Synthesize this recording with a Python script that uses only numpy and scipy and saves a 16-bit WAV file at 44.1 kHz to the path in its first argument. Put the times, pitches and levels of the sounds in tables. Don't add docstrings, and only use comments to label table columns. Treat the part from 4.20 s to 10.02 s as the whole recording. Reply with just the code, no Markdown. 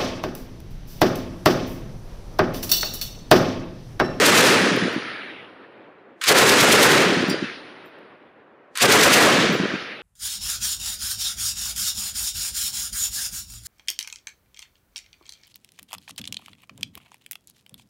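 import sys
import numpy as np
from scipy import signal
from scipy.io import wavfile

SR = 44100
rng = np.random.default_rng(int(sys.argv[2]) if len(sys.argv) > 2 else 0)


def wrap_up_sound(samples):
    columns = np.atleast_2d(samples).T
    tamed = np.clip(columns, -1, 1)
    steps = np.round(tamed * 32767).astype(np.int16)
    wavfile.write(sys.argv[1], SR, steps)


def decibels_to_gain(level_db):
    exponent = np.asarray(level_db, float) / 20
    return 10 ** exponent


N = 256645
TIME = np.arange(N) / SR
COARSE = TIME[::32]


def at_hz(points, hz):
    pitch_hz, level_db = np.array(points)[:, :2].T
    return np.interp(np.log(hz), np.log(pitch_hz), level_db)


def drift(rate_hz):
    r = np.exp(-64 * np.pi * rate_hz / SR)
    white = rng.standard_normal(len(COARSE) + 2000)
    slow = signal.lfilter([1], [1, -2 * r, r * r], white)[2000:]
    return slow / np.std(slow)


def noise_bank(gain_at):
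    out = np.zeros(N)
    white = rng.standard_normal((2, N + 8000))
    edges = np.r_[np.geomspace(28, 2500, 20), np.geomspace(2500, 17000, 21)[1:]]
    for k, (low, high) in enumerate(zip(edges, edges[1:])):
        band_filter = signal.butter(4, [low, high], "band", fs=SR, output="sos")
        band = signal.sosfilt(band_filter, white[k % 2])[-N:]
        out += band * np.interp(TIME, COARSE, gain_at(np.sqrt(low * high)))
    return out * np.sqrt(SR / 2)


def ring(clicks, hz, t60):
    r, w = decibels_to_gain(-60 / (t60 * SR)), 2 * np.pi * hz / SR
    return signal.lfilter([0, np.sin(w)], [1, -2 * r * np.cos(w), r * r], clicks + 1e-18)


def strike(times, levels_db, modes, scatter_db):
    at = np.maximum(np.round(np.array(times) * SR), 0).astype(int)
    luck = rng.standard_normal((len(at), len(modes)))
    out = np.zeros(N)
    for k, (hz, level_db, t60) in enumerate(modes):
        clicks = np.zeros(N)
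        np.add.at(clicks, at, decibels_to_gain(np.array(levels_db) + level_db + scatter_db * luck[:, k]))
        out += ring(clicks, hz, np.clip(t60, .01, 3))
    return out


def add(out, s, shape):
    a, b = np.clip([round((s - .06) * SR), round((s + .06) * SR)], 0, N)
    out[a:b] += shape(TIME[a:b] - s)


def puffs(events, decay_s, low_hz, top_hz):
    gate = np.zeros(N)
    for s, level_db in events:
        add(gate, s, lambda t: decibels_to_gain(level_db) * np.exp(-np.abs(t) / np.where(t > 0, decay_s, .3 * decay_s)))
    band = signal.butter(2, [low_hz, top_hz], "band", fs=SR, output="sos")
    return signal.sosfilt(band, 1.1 * gate * rng.standard_normal(N))


def stages(since, rows):
    power = 0
    for s, db, rise, fall in rows:
        ms = 1000 * (since - s)
        power = power + decibels_to_gain(db - np.maximum(-rise * ms, fall * ms)) ** 2
    return power


# pitch_hz, level_db (per Hz)
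BREEZE = [(25, -82), (60, -90.5), (120, -103.5), (300, -100), (1000, -125), (16000, -150)]


def breeze(hz, gust_db):
    return decibels_to_gain(at_hz(BREEZE, hz) + 3 + gust_db) ** 2


# pitch_hz, level_db (per Hz)
HUSH = [(60, -104), (200, -89), (450, -83), (900, -89), (1900, -95), (3200, -110), (5500, -127),
        (9000, -140)]


def hush(hz):
    return decibels_to_gain(at_hz(HUSH, hz)) ** 2


# first_shot_s, last_shot_s, then banks_end_s and trees_end_s after the last shot, far_echo_db
BURSTS = [
    (-.2766, 0.16, .7, 1.0, 0.96),
    (2.077, 2.624, 0.627, .72, -1.2),
    (4.613, 4.941, .63, .82, 0.14),
]
# pitch_hz, near_fade_db_per_s, far_fade_db_per_s, far_below_near_db, drop_at_end_db
FADE = [(70, 31, 11.5, 14, 4.5), (170, 40, 14, 13.5, 10), (420, 48, 12, 14.5, 6.5),
        (950, 56, 13, 13.5, 5.5), (1900, 60, 20, 9.5, 8.5), (3320, 58, 23, 7.5, 6),
        (6000, 60, 19.5, 5.5, 7)]
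# pitch_hz, level_db (per Hz)
FIRING_ROAR = [(250, -40.5), (900, -48.5), (1640, -46.5)]
# pitch_hz, level_db (per Hz)
ROAR_COLOUR = [(30, -31.5), (60, -22.5), (110, -7), (200, -1.4), (320, 2.74), (480, 3.5), (750, -2.2),
               (1100, -0.4), (1600, 3.5), (2500, -1.8), (4000, -4.5), (6000, -5), (10000, -1.5),
               (16000, -4)]


def roar(hz):
    near, far, below_db, drop_db = (at_hz([(row[0], row[k]) for row in FADE], hz) for k in range(1, 5))
    power = 0
    for first, last, banks_end, trees_end, far_db in BURSTS:
        end = trees_end + .83 * (trees_end - banks_end) * np.log2(min(hz, 2700) / 1900)
        end = banks_end if hz < 1130 else np.interp(hz, (3300, 5000, 8000), [end, .79, .64])
        built_db = np.interp(COARSE - first, [.02, .08], [-40, 0], left=-150)
        fading = np.maximum(COARSE - last - .12, 0)
        edge_s = .015 + 12 / hz
        dropped_db = drop_db * (1 + np.tanh((COARSE - last - end) / edge_s)) / 2
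        echoes = decibels_to_gain(-near * fading) ** 2 + decibels_to_gain(far_db - below_db - far * fading) ** 2
        power = power + decibels_to_gain(built_db - dropped_db) ** 2 * echoes
    return power * decibels_to_gain(at_hz(FIRING_ROAR, hz) + at_hz(ROAR_COLOUR, hz)) ** 2


def air_absorption(hz, since_s):
    loss_db = 2 + 8.5 * since_s + 3 * since_s ** 2
    absorbed = (max(hz - 1900, 0) / 2750) ** 1.86
    return decibels_to_gain(-loss_db * absorbed) ** 2


# delay_s after the shot, level_db, pitch_hz, length_cycles, first_swing (1 up, -1 down)
BANKS = [(.3, -24, 300, 0.36, 0.29), (0.414, 0.5, 255.8, 0.23, -1), (0.4613, -3.5, 240.4, 0.48, 0.73),
         (0.472, -16.5, 177, 1.5, 1), (.5, -22.5, 380, 2.4, 0.76), (0.518, -6, 399, 0.55, 0.66),
         (0.6014, -7, 253, 0.57, 0.62), (.617, -18, 230.5, 0.77, 1), (0.687, -32.5, 233.5, 0.55, 1)]


def bank_echoes():
    out = np.zeros(N)
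    for s, *shot in SHOTS:
        for delay, level_db, hz, cycles, swing in BANKS:
            add(out, s + delay + .001,
                lambda t: -swing * decibels_to_gain(level_db) * np.sin(2 * np.pi * hz * t) * np.exp(-(t * hz / cycles) ** 2))
    return out


# pitch_hz, level_db, t60_s
CASE = [(4800, -6, 0.3), (4600, -12, .25), (5300, -13, .2), (5620, -7, .12), (7500, -10.5, .08),
        (9570, -9, 0.12), (10260, -26, .09), (12300, -19, .05), (14800, -19, .05), (15500, -16, .06)]
# pitch_hz, level_db, t60_s
LINK = [(7450, -11, .07), (8170, -18, .04), (11300, -17.5, 0.037), (12400, -15, .04), (13560, -2, .12),
        (15200, -14, .04)]
# start_s, case_db, link_db, tick_db
DROPS = [(0.413, -72, -45, -41), (.563, -83, -46, -30.5), (.69, -72, -62, -62), (0.728, -75, -48, -61),
         (2.805, -50, -53, -19.5), (2.822, -50, -50, -21), (2.88, -60, -46, -44), (2.945, -60, -59, -39),
         (3.025, -60, -62, -42.5), (3.082, -61, -41.5, -47), (3.097, -21.5, -40.5, -30),
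         (3.3, -74.5, -68, -82), (3.645, -88, -82.5, -62.5), (3.658, -76, -55, -58),
         (3.788, -94.5, -80, -60), (5.163, -70, -42.5, -60.5), (5.278, -73, -53, -59.5),
         (5.326, -70, -39, -39), (5.344, -77, -47, -70)]


def falling_cases_and_links():
    s, case_db, link_db, tick_db = np.transpose(DROPS)
    cases = strike(s, case_db, CASE, scatter_db=1.5)
    links = strike(s, link_db, LINK, scatter_db=3)
    return cases + links + puffs(zip(s, tick_db), .0015, low_hz=8920, top_hz=14700)


BOLT_CLOSES = [.256, 2.716, 5.025]
# pitch_hz, t60_s, then after_first_db, after_second_db, after_third_db
STEEL = [(9114, 1.24, -32.5, -36, -42), (9475, 1.7, -62.5, -54, -69), (9771, 2.2, -65.5, -66, -64),
         (9997, 2.3, -73, -59.5, -58), (10120, 1.4, -41.5, -60.5, -59.5), (10310, 2.4, -66.5, -67, -61),
         (10440, 1.2, -76.5, -66.5, -54), (10800, 0.8, -73, -71.5, -35.5), (10860, 1.1, -79, -75, -37),
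         (11450, 1.3, -83, -68, -76), (12210, 1.6, -73.5, -80, -62), (12950, 2.6, -74.5, -80, -72),
         (13700, 2.2, -73, -72, -70), (14230, 2.2, -78, -75, -68)]


def ringing_steel():
    out = np.zeros(N)
    for hz, t60, *levels_db in STEEL:
        clicks = np.zeros(N)
        clicks[np.round(np.array(BOLT_CLOSES) * SR).astype(int)] = decibels_to_gain(np.array(levels_db))
        flutter = decibels_to_gain(3.5 * (hz > 9300) * (drift(14) - .3))
        out += ring(clicks, hz, t60) * np.interp(TIME, COARSE, flutter)
    return out


# start_s, peak_db
BOLT_KNOCKS = [(2.0395, -9.5), (2.06, -20), (2.0685, -14), (4.574, -10.5), (4.585, -18)]


def bolt_knocks():
    return puffs(BOLT_KNOCKS, .0012, low_hz=1300, top_hz=9500)


# release_s, jerk_db, feed_catch_db, arrival_s, arrival_db
BOLT_RUN = [
    (2.0145, -22, -19.5, 2.075, -16),
    (4.555, -25, -22.5, 4.612, -13.5),
]


def bolt_run():
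    power = 0
    scrape = .55
    for s, jerk_db, catch_db, home, home_db in BOLT_RUN:
        run = stages(COARSE, [(s, jerk_db, 8, scrape), (home, home_db, .7, 8)])
        catch = stages(COARSE, [(s + .031, catch_db, scrape, scrape)])
        power = power + run * (COARSE > s - .015) + catch * (COARSE > s)
    return power


# pitch_hz, level_db, t60_s
RECEIVER = [(500, 0, .07), (610, -5, .05), (1700, -4, .04)]


def recoil():
    times = [s + .038 for s, *shot in SHOTS if s > 0]
    return strike(times, np.full(len(times), -8), RECEIVER, scatter_db=2.5)


def since_last_shot():
    return np.min([np.where(COARSE >= s, COARSE - s, 9) for s, *shot in SHOTS], axis=0)


def pressure_wave():
    out = np.zeros(N)
    for s, db, push, lag in SHOTS:
        held = lambda t: (np.tanh((t + .013) / .002) - np.tanh(t / .0003)) / 2
        jolt = lambda t: .2 * (t > 0) * np.exp(-np.abs(t) / .004)
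        add(out, s + .021, lambda t: np.minimum(push, 1) * (held(t) / 2 - jolt(t)))
    return out


# start_s, blast_db, pressure_push (0 to 1), hiss_lag_s
SHOTS = [(-.2766, 4, .7, .008), (-.1641, 6, 0.58, .008), (-.0509, -4, 0.44, -0.052), (0.0547, 0, 0.76, .01),
         (0.1622, 1, .7, 0.017), (2.08, 5, .9, 0.0091), (2.192, 1, 0.99, -0.005), (2.2962, -1.5, .9, -.001),
         (2.4046, -0.5, .9, .004), (2.5109, 3.5, 0.96, 0.015), (2.625, 2.5, 0.33, 0.0069),
         (4.615, 2.5, 0.59, 0.011), (4.7232, 1.5, 0.42, .001), (4.8344, 1.5, .8, .001),
         (4.938, 2.5, 0.95, .001)]
# peak_s after the shot, level_db, rise_db_per_ms, fall_db_per_ms
HISS_STAGES = [
    (0, -3, 1.64, 1.07),
    (.032, -14.5, 0.5, 1.1),
    (.07, -29, 0.6, 0.2),
    (.09, -15.5, 1, 1.2),
]
# peak_s after the shot, level_db, rise_db_per_ms, fall_db_per_ms
BOOM_STAGES = [
    (.008, -11, 2.5, 0.2),
    (.032, -2, 1.0, .9),
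    (.08, -8.5, 1.5, 1.1),
    (.11, -13, 0.4, 0.1),
]
# pitch_hz, level_db (per Hz)
HISS = [(500, -31.5), (1000, -10), (2000, 5.5), (4000, 5), (8000, -1), (12000, -11), (16000, -18)]
# pitch_hz, level_db (per Hz)
BOOM = [(40, -32), (120, 1.5), (250, -7.5), (450, 4.5), (750, -4.5), (1600, -3.5), (3000, -14), (6000, -36)]
# pitch_hz, level_db (per Hz)
BOLT_COLOUR = [(120, -80), (200, -46), (647, -39), (1050, -5), (1600, 0), (2290, -2.5), (4640, -4.5),
               (5170, -12), (7280, -10), (15000, -26)]


def gunfire():
    hiss = sum(decibels_to_gain(db) ** 2 * stages(COARSE - s - lag, HISS_STAGES) for s, db, push, lag in SHOTS)
    boom = sum(decibels_to_gain(db) ** 2 * stages(COARSE - s, BOOM_STAGES) for s, db, push, lag in SHOTS)
    bolt = bolt_run()
    since_s = since_last_shot()
    lull = decibels_to_gain(-5 * np.exp(-((since_s - .058) / .007) ** 2))
    together, gust_db = drift(6.6), 3 * drift(2.4)

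    def gain_at(hz):
        echoes = roar(hz) * air_absorption(hz, since_s) + hush(hz)
        power = echoes * decibels_to_gain(.82 * together + 1.2 * drift(21)) ** 2
        power = power + breeze(hz, gust_db)
        power = power + bolt * decibels_to_gain(at_hz(BOLT_COLOUR, hz) - 37.5) ** 2
        power = power + hiss * decibels_to_gain(at_hz(HISS, hz) - 40.5) ** 2
        power = power + boom * decibels_to_gain(at_hz(BOOM, hz) - 30.5) ** 2
        return np.sqrt(power) * lull
    return noise_bank(gain_at)


def scene():
    metal = falling_cases_and_links() + ringing_steel() + bolt_knocks() + recoil()
    return (bank_echoes() + metal + pressure_wave() + gunfire())[None]


def band_limit(x):
    return signal.sosfilt(signal.butter(12, 15700, fs=SR, output="sos"), x)


def record(dry):
    clipped = dry / (1 + np.abs(dry / .23) ** 9.0) ** (1 / 10.5)
    drooped = signal.lfilter(*signal.butter(1, 140, "high", fs=SR), clipped)
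    cut = signal.sosfilt(signal.butter(2, 92.5, "high", fs=SR, output="sos"), drooped)
    cut = signal.sosfilt(signal.cheby2(12, 60, 16400, fs=SR, output="sos"), cut)
    mix = cut / (1 + np.abs(cut / .55) ** 8) ** (1 / 8)
    return band_limit(mix)


dry = scene()
out = record(dry)
wrap_up_sound(out)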